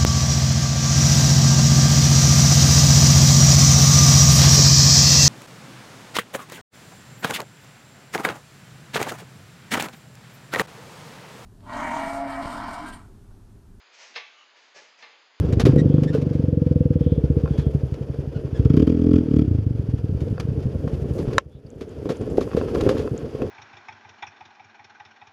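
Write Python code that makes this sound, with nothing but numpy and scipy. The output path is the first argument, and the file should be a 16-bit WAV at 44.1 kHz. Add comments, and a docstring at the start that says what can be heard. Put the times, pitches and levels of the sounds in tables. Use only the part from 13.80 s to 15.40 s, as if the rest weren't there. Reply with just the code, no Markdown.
"""Sharp ticks from an oil-filled heater, its steel fins expanding in a quiet room with a wooden floor.
Each tick reaches one small microphone as a snap, then echoes off floor and furniture, a short ring
of fins and casing, and the room's tail. A faint, soft lead-in comes just before each of the two main
ticks, and bright pings follow the loudest. Soft rustles and bumps, probably a cat shifting in its
fabric bed, and one faint scrape come and go over a steady hiss with a thin whine in it."""
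import sys
import numpy as np
from scipy import signal
from scipy.fft import rfft, irfft
from scipy.io import wavfile
from scipy.ndimage import uniform_filter1d

SR = 44100
rng = np.random.default_rng(int(sys.argv[2]) if len(sys.argv) > 2 else 0)


def bounce(signal):
    """Save signal as a 16-bit WAV file at the path given by the first command-line argument."""
    frames = np.transpose(np.atleast_2d(signal))
    limited = np.clip(frames, -1, 1)
    pcm = np.round(limited * 32767).astype(np.int16)
    wavfile.write(sys.argv[1], SR, pcm)


N = 70560

# decay of the room (frequency [Hz], t60 [s])
ROOM_T60 = [(300, .22), (1000, 0.31), (2500, 0.18), (6000, 0.15)]
# colour of the room's tail (frequency [Hz], level [dB])
TAIL_COLOUR = [(300, 0), (1000, -1.5), (2600, 1.5), (4000, -3), (5200, -3.5), (7000, 2)]
# first echoes off floor, furniture and walls, against the direct snap (delay [s], level [dB])
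ECHOES = [(0.0045, -0.5), (0.0082, -7), (0.0108, -4), (0.0163, -9), (0.0185, -6)]
SCATTER_DB, SCATTER_START_S, SCATTER_END_S = -1, .008, 0.024  # dense early reflections
TAIL_DB, TAIL_BUILD_S = 6, 0.014
LATE_DB, LATE_T60_S = -3.5, 0.78  # the longer tail, against the main one

# colour of the background hiss (frequency [Hz], level [dB])
HISS_COLOUR = [(120, -67), (190, -19.5), (260, -7.5), (450, -3), (900, 1), (1500, 1.5), (2600, 1),
               (4000, -3), (5000, -3), (5400, -16.5), (6800, -9), (7500, -24.5), (8000, -40)]
HISS_DB, HISS_WAVER_DB = -58, .6
WHINE_HZ, WHINE_DB, WHINE_WAVER_DB = 5000, -82, 7.5
# colour of the scrape (frequency [Hz], level [dB])
SCRAPE_COLOUR = [(300, -34), (900, -15.5), (1220, 8), (1600, -26.5), (2500, -12), (2920, 9.5), (3400, -14),
                 (7000, -13), (8000, -54.5)]
SCRAPE_AT_S, SCRAPE_WIDTH_S, SCRAPE_DB = 0.614, 0.047, -56.5

# soft bumps on the bed (time [s], level [dB])
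BUMPS = [(0.299, -57), (0.84, -64.5), (0.951, -62), (1.012, -63)]
# low modes of the bed and the floorboards (frequency [Hz], level [dB], t60 [s])
BED_MODES = [(215.7, -4.5, 0.14), (268, -0.5, 0.12), (336, -1.5, 0.16), (404, -7, 0.091)]
BUMP_ATTACK_S = 0.014
# rustles of the bed (start [s], attack [s], hold [s], fade time constant [s], level [dB],
# treble tilt [dB/octave], thud against the rustle [dB])
RUSTLES = [(0.115, 0.034, 0.018, 0.031, -54.5, 1.5, -20.5), (0.158, 0.06, 0.017, 0.098, -48, 0.4, -17.5),
           (0.751, 0.016, 0.022, 0.035, -59.5, -2.5, -6), (0.797, 0.02, 0.062, 0.12, -64.5, 0.5, -9),
           (0.94, 0.021, 0.027, 0.043, -50, 0.7, -2), (1.005, 0.024, 0.025, 0.085, -58, -0.5, -11),
           (1.169, 0.026, 0.023, 0.055, -55.5, -1, -16.5)]
# colour of rubbing fabric (frequency [Hz], level [dB])
FABRIC_COLOUR = [(100, -29.5), (300, -18), (650, -4.5), (1300, -4.5), (2200, -0.5), (3400, -3),
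                 (5000, -0.5), (6500, -4.5), (7600, -17), (8500, -36)]
# colour of the cushion's thud (frequency [Hz], level [dB])
CUSHION_COLOUR = [(80, -19.5), (290, -20.5), (410, -4), (500, -3.5), (600, 1), (720, -8), (845, -3),
                  (1020, -17), (1160, -7.5), (1350, -20), (1590, -15), (1700, 1), (1850, -16), (2500, -37)]
FIBRES_PER_S, FIBRE_SPREAD_DB, RUSTLE_ROOM_DB = 3000, 2, 4.5

# bright pings from the heater (time [s], level [dB])
PINGS = [(0.3630, -37.5), (0.3685, -38), (0.3745, -40)]
# modes of the steel edge that pings (frequency [Hz], level [dB], t60 [s])
EDGE_MODES = [(5090, -3, 0.045), (5255, -5.5, 0.044)]
# ticks, and a faint, soft lead-in just before each of the two main ones (0.3423, 0.3556 and 1.2222 s)
# (time [s], level [dB], treble tilt [dB/octave], ring [dB], thump [dB], room tail [dB]), levels relative
TICKS_AND_LEAD_INS = [(0.3423, -14.5, 0.5, -8.5, -23, 5.5), (0.3556, -9.5, 2.5, -9.5, -17.5, 0),
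                      (0.3582, -7, 1.5, -12, -17, -5), (0.3600, 0.8, -0.3, 1, -4, -3.5),
                      (1.2222, -19.5, -1.5, 1.5, -3, -1), (1.2256, -12, -1.5, 2.5, 9, -3),
                      (1.2596, -21, -1.5, -0.5, -8, -2), (1.291, -26, -2, 3, -17, -1),
                      (1.3025, -23, -0.5, 0, -11, -4), (1.3223, -26, -1.5, 0, -10, -5)]
# colour of a snap (frequency [Hz], level [dB])
SNAP_COLOUR = [(100, -47), (250, -19), (420, -5), (800, -3), (1300, -3.3), (2000, 3.3), (2900, 0),
               (4100, 3.2), (4700, -6), (5200, -3.5), (5600, -8), (6700, -13), (7300, -54)]
# modes of the fins (frequency [Hz], level [dB], t60 [s])
FIN_MODES = [(1156, 4.5, 0.31), (1800, 10, 0.13), (1970, 0, 0.18), (2090, -2, 0.36), (2135, 0.5, 0.28),
             (2208, -3, 0.43), (2274, 1.5, 0.37), (2396, -4, 0.4), (2454, -1.5, 0.45), (2515, -2.5, 0.4),
             (2604, -1.5, 0.57), (2658, 0, 0.35), (2845, -4, 0.28), (3135, -1.5, 0.4), (3413, 0, 0.43),
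             (3633, 1.5, 0.18), (3700, -2, 0.17), (3805, -2.5, 0.25), (4090, 1.5, 0.24), (4414, 4, 0.17),
             (5072, 4, 0.25)]
# short, hollow modes of the casing (frequency [Hz], level [dB], t60 [s])
CASING_MODES = [(474, 5, 0.14), (752, 1.5, 0.25), (851, 1, 0.32), (1010, 4, 0.2), (1091, 5, 0.12),
                (1243, 8.5, 0.1)]
SNAP_DB, RING_DB = -8, -40
THUMP_HZ, THUMP_T60_S, THUMP_DB = 232.4, 0.11, -60  # lowest mode of the casing

MIC_LOW_HZ, MIC_TOP_HZ = 130, 8600


def undb(db):
    """Decibels to amplitude."""
    return 10 ** (np.asarray(db) / 20)


def unit(x):
    """Scale to rms 1."""
    return x / np.sqrt(np.mean(x ** 2))


def lookup(points, hz):
    """Read (frequency [Hz], value) points on a log-frequency axis."""
    freqs, values = np.array(points, float).T
    return np.interp(np.log(hz + 1), np.log(freqs), values)


def colour(x, points, tilt_db=0, size=4096):
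    """Causal filter through (frequency [Hz], level [dB]) points, tilted about 2 kHz."""
    hz = np.fft.rfftfreq(size, 1 / SR)
    octaves = np.log2(np.maximum(hz, 200) / 2000)
    cepstrum = irfft(np.log(undb(lookup(points, hz) + tilt_db * octaves)))
    cepstrum[1:size // 2] *= 2  # fold to minimum phase
    cepstrum[size // 2 + 1:] = 0
    return through(x, irfft(np.exp(rfft(cepstrum))))


def through(x, response):
    """Convolve and keep the length."""
    return signal.fftconvolve(x, response)[:len(x)]


def pulse(at_s):
    """One unit impulse."""
    return 1. * (np.arange(N) == int(at_s * SR))


def fade(t, t60):
    """Decay by 60 dB in t60 seconds."""
    return np.exp(-np.log(1000) * t / t60)


def drift(rate_hz):
    """Slow random drift of rms 1."""
    step = int(SR / rate_hz)
    stairs = np.repeat(rng.standard_normal(N // step + 1), step)
    return unit(uniform_filter1d(stairs, step)[:N])


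def ringing(t, modes):
    """Damped modes set off together at random phases."""
    return sum(undb(db) * fade(t, t60) * np.sin(2 * np.pi * (hz * t + rng.random()))
               for hz, db, t60 in modes)


def room_tail(t, bands=14):
    """The room's diffuse sound: half-octave bands die at their own rates over a fainter, longer tail."""
    spectrum, hz = rfft(rng.standard_normal(N)), np.fft.rfftfreq(N, 1 / SR)
    centres = np.geomspace(100, 9000, bands)
    tail = 0
    for centre, share in zip(centres, np.eye(bands)):
        band = irfft(spectrum * np.interp(hz, centres, share), N)
        tail += band * fade(t, lookup(ROOM_T60, centre))
    late = rng.standard_normal(N) * fade(t, LATE_T60_S)
    build = 1 - np.exp(-t / TAIL_BUILD_S)
    both = unit(tail * build) + undb(LATE_DB) * unit(late * build)
    return colour(both, TAIL_COLOUR) / np.sqrt(N)


def hiss(t):
    """Room tone: a slightly wavering hiss with a faint thin whine that comes and goes."""
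    air = unit(colour(rng.standard_normal(N), HISS_COLOUR))
    air *= undb(HISS_DB + HISS_WAVER_DB * drift(rate_hz=11.68))
    whine = unit(np.sin(2 * np.pi * WHINE_HZ * t + drift(rate_hz=10)))
    return air + undb(WHINE_DB + WHINE_WAVER_DB * drift(rate_hz=3.5)) * whine


def scrape(t):
    """A brief, faint scrape in the background swells in two resonances."""
    swell = np.exp(-((t - SCRAPE_AT_S) / SCRAPE_WIDTH_S) ** 2 / 2)
    return undb(SCRAPE_DB) * swell * unit(colour(rng.standard_normal(N), SCRAPE_COLOUR))


def bumps(t):
    """Padded contacts, probably paws, sound the low modes of the bed and the boards under it."""
    onset = 1 - np.exp(-t / BUMP_ATTACK_S)
    return sum(undb(db) * through(pulse(at), onset * ringing(t, BED_MODES)) for at, db in BUMPS)


def rustles(t, tail):
    """Fabric rubs in swells of tiny fibre clicks, with a soft thud where weight lands on the cushion."""
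    out = 0
    for start, attack, hold, release, db, tilt_db, thud_db in RUSTLES:
        fibres = (rng.random(N) < FIBRES_PER_S / SR) * rng.standard_normal(N)
        fibres *= undb(FIBRE_SPREAD_DB * rng.standard_normal(N))
        fibres += undb(RUSTLE_ROOM_DB) * through(fibres, tail)
        fabric = unit(colour(fibres, FABRIC_COLOUR, tilt_db))
        thud = unit(colour(rng.standard_normal(N), CUSHION_COLOUR))
        rise = np.clip((t - start) / attack, 0, 1)
        fall = np.exp(-np.maximum(t - start - attack - hold, 0) / release)
        out += undb(db) * rise * fall * (fabric + undb(thud_db) * thud)
    return out


def edge_pings(t):
    """A thin steel edge chatters brightly just behind the loudest tick."""
    return sum(undb(db) * through(pulse(at), ringing(t, EDGE_MODES)) for at, db in PINGS)


def heater(t, tail):
    """Snaps ring the steel and arrive direct, then by the room; faint lead-ins soften the main two."""
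    scatter = rng.standard_normal(N) * (t > SCATTER_START_S) * (t < SCATTER_END_S)
    echoes = sum(undb(db) * pulse(delay) for delay, db in ECHOES)
    early = pulse(0) + echoes + undb(SCATTER_DB) * unit(scatter) / np.sqrt(N)
    ring = ringing(t, FIN_MODES) + ringing(t, CASING_MODES)
    thump = fade(t, THUMP_T60_S) * np.sin(2 * np.pi * THUMP_HZ * t)
    out = 0
    for at, db, tilt_db, ring_db, thump_db, room_db in TICKS_AND_LEAD_INS:
        snap = undb(SNAP_DB + db) * colour(pulse(at), SNAP_COLOUR, tilt_db)
        out += through(snap, early + undb(TAIL_DB + room_db) * tail + undb(RING_DB + ring_db) * ring)
        out += undb(THUMP_DB + db + thump_db) * through(pulse(at), thump)
    return out


def scene():
    """The room from where the microphone stands, in mono: heater and bed over the hiss."""
    t = np.arange(N) / SR
    tail = room_tail(t)
    mix = heater(t, tail) + rustles(t, tail) + hiss(t) + scrape(t) + edge_pings(t) + bumps(t)
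    return mix[None]


def record(dry):
    """A small microphone: no deep bass, and a steep cut at the top."""
    low_cut = signal.butter(4, MIC_LOW_HZ, "high", fs=SR, output="sos")
    top_cut = signal.ellip(8, .2, 70, MIC_TOP_HZ, fs=SR, output="sos")
    return signal.sosfilt(top_cut, signal.sosfilt(low_cut, dry))


dry = scene()
out = record(dry)
bounce(out)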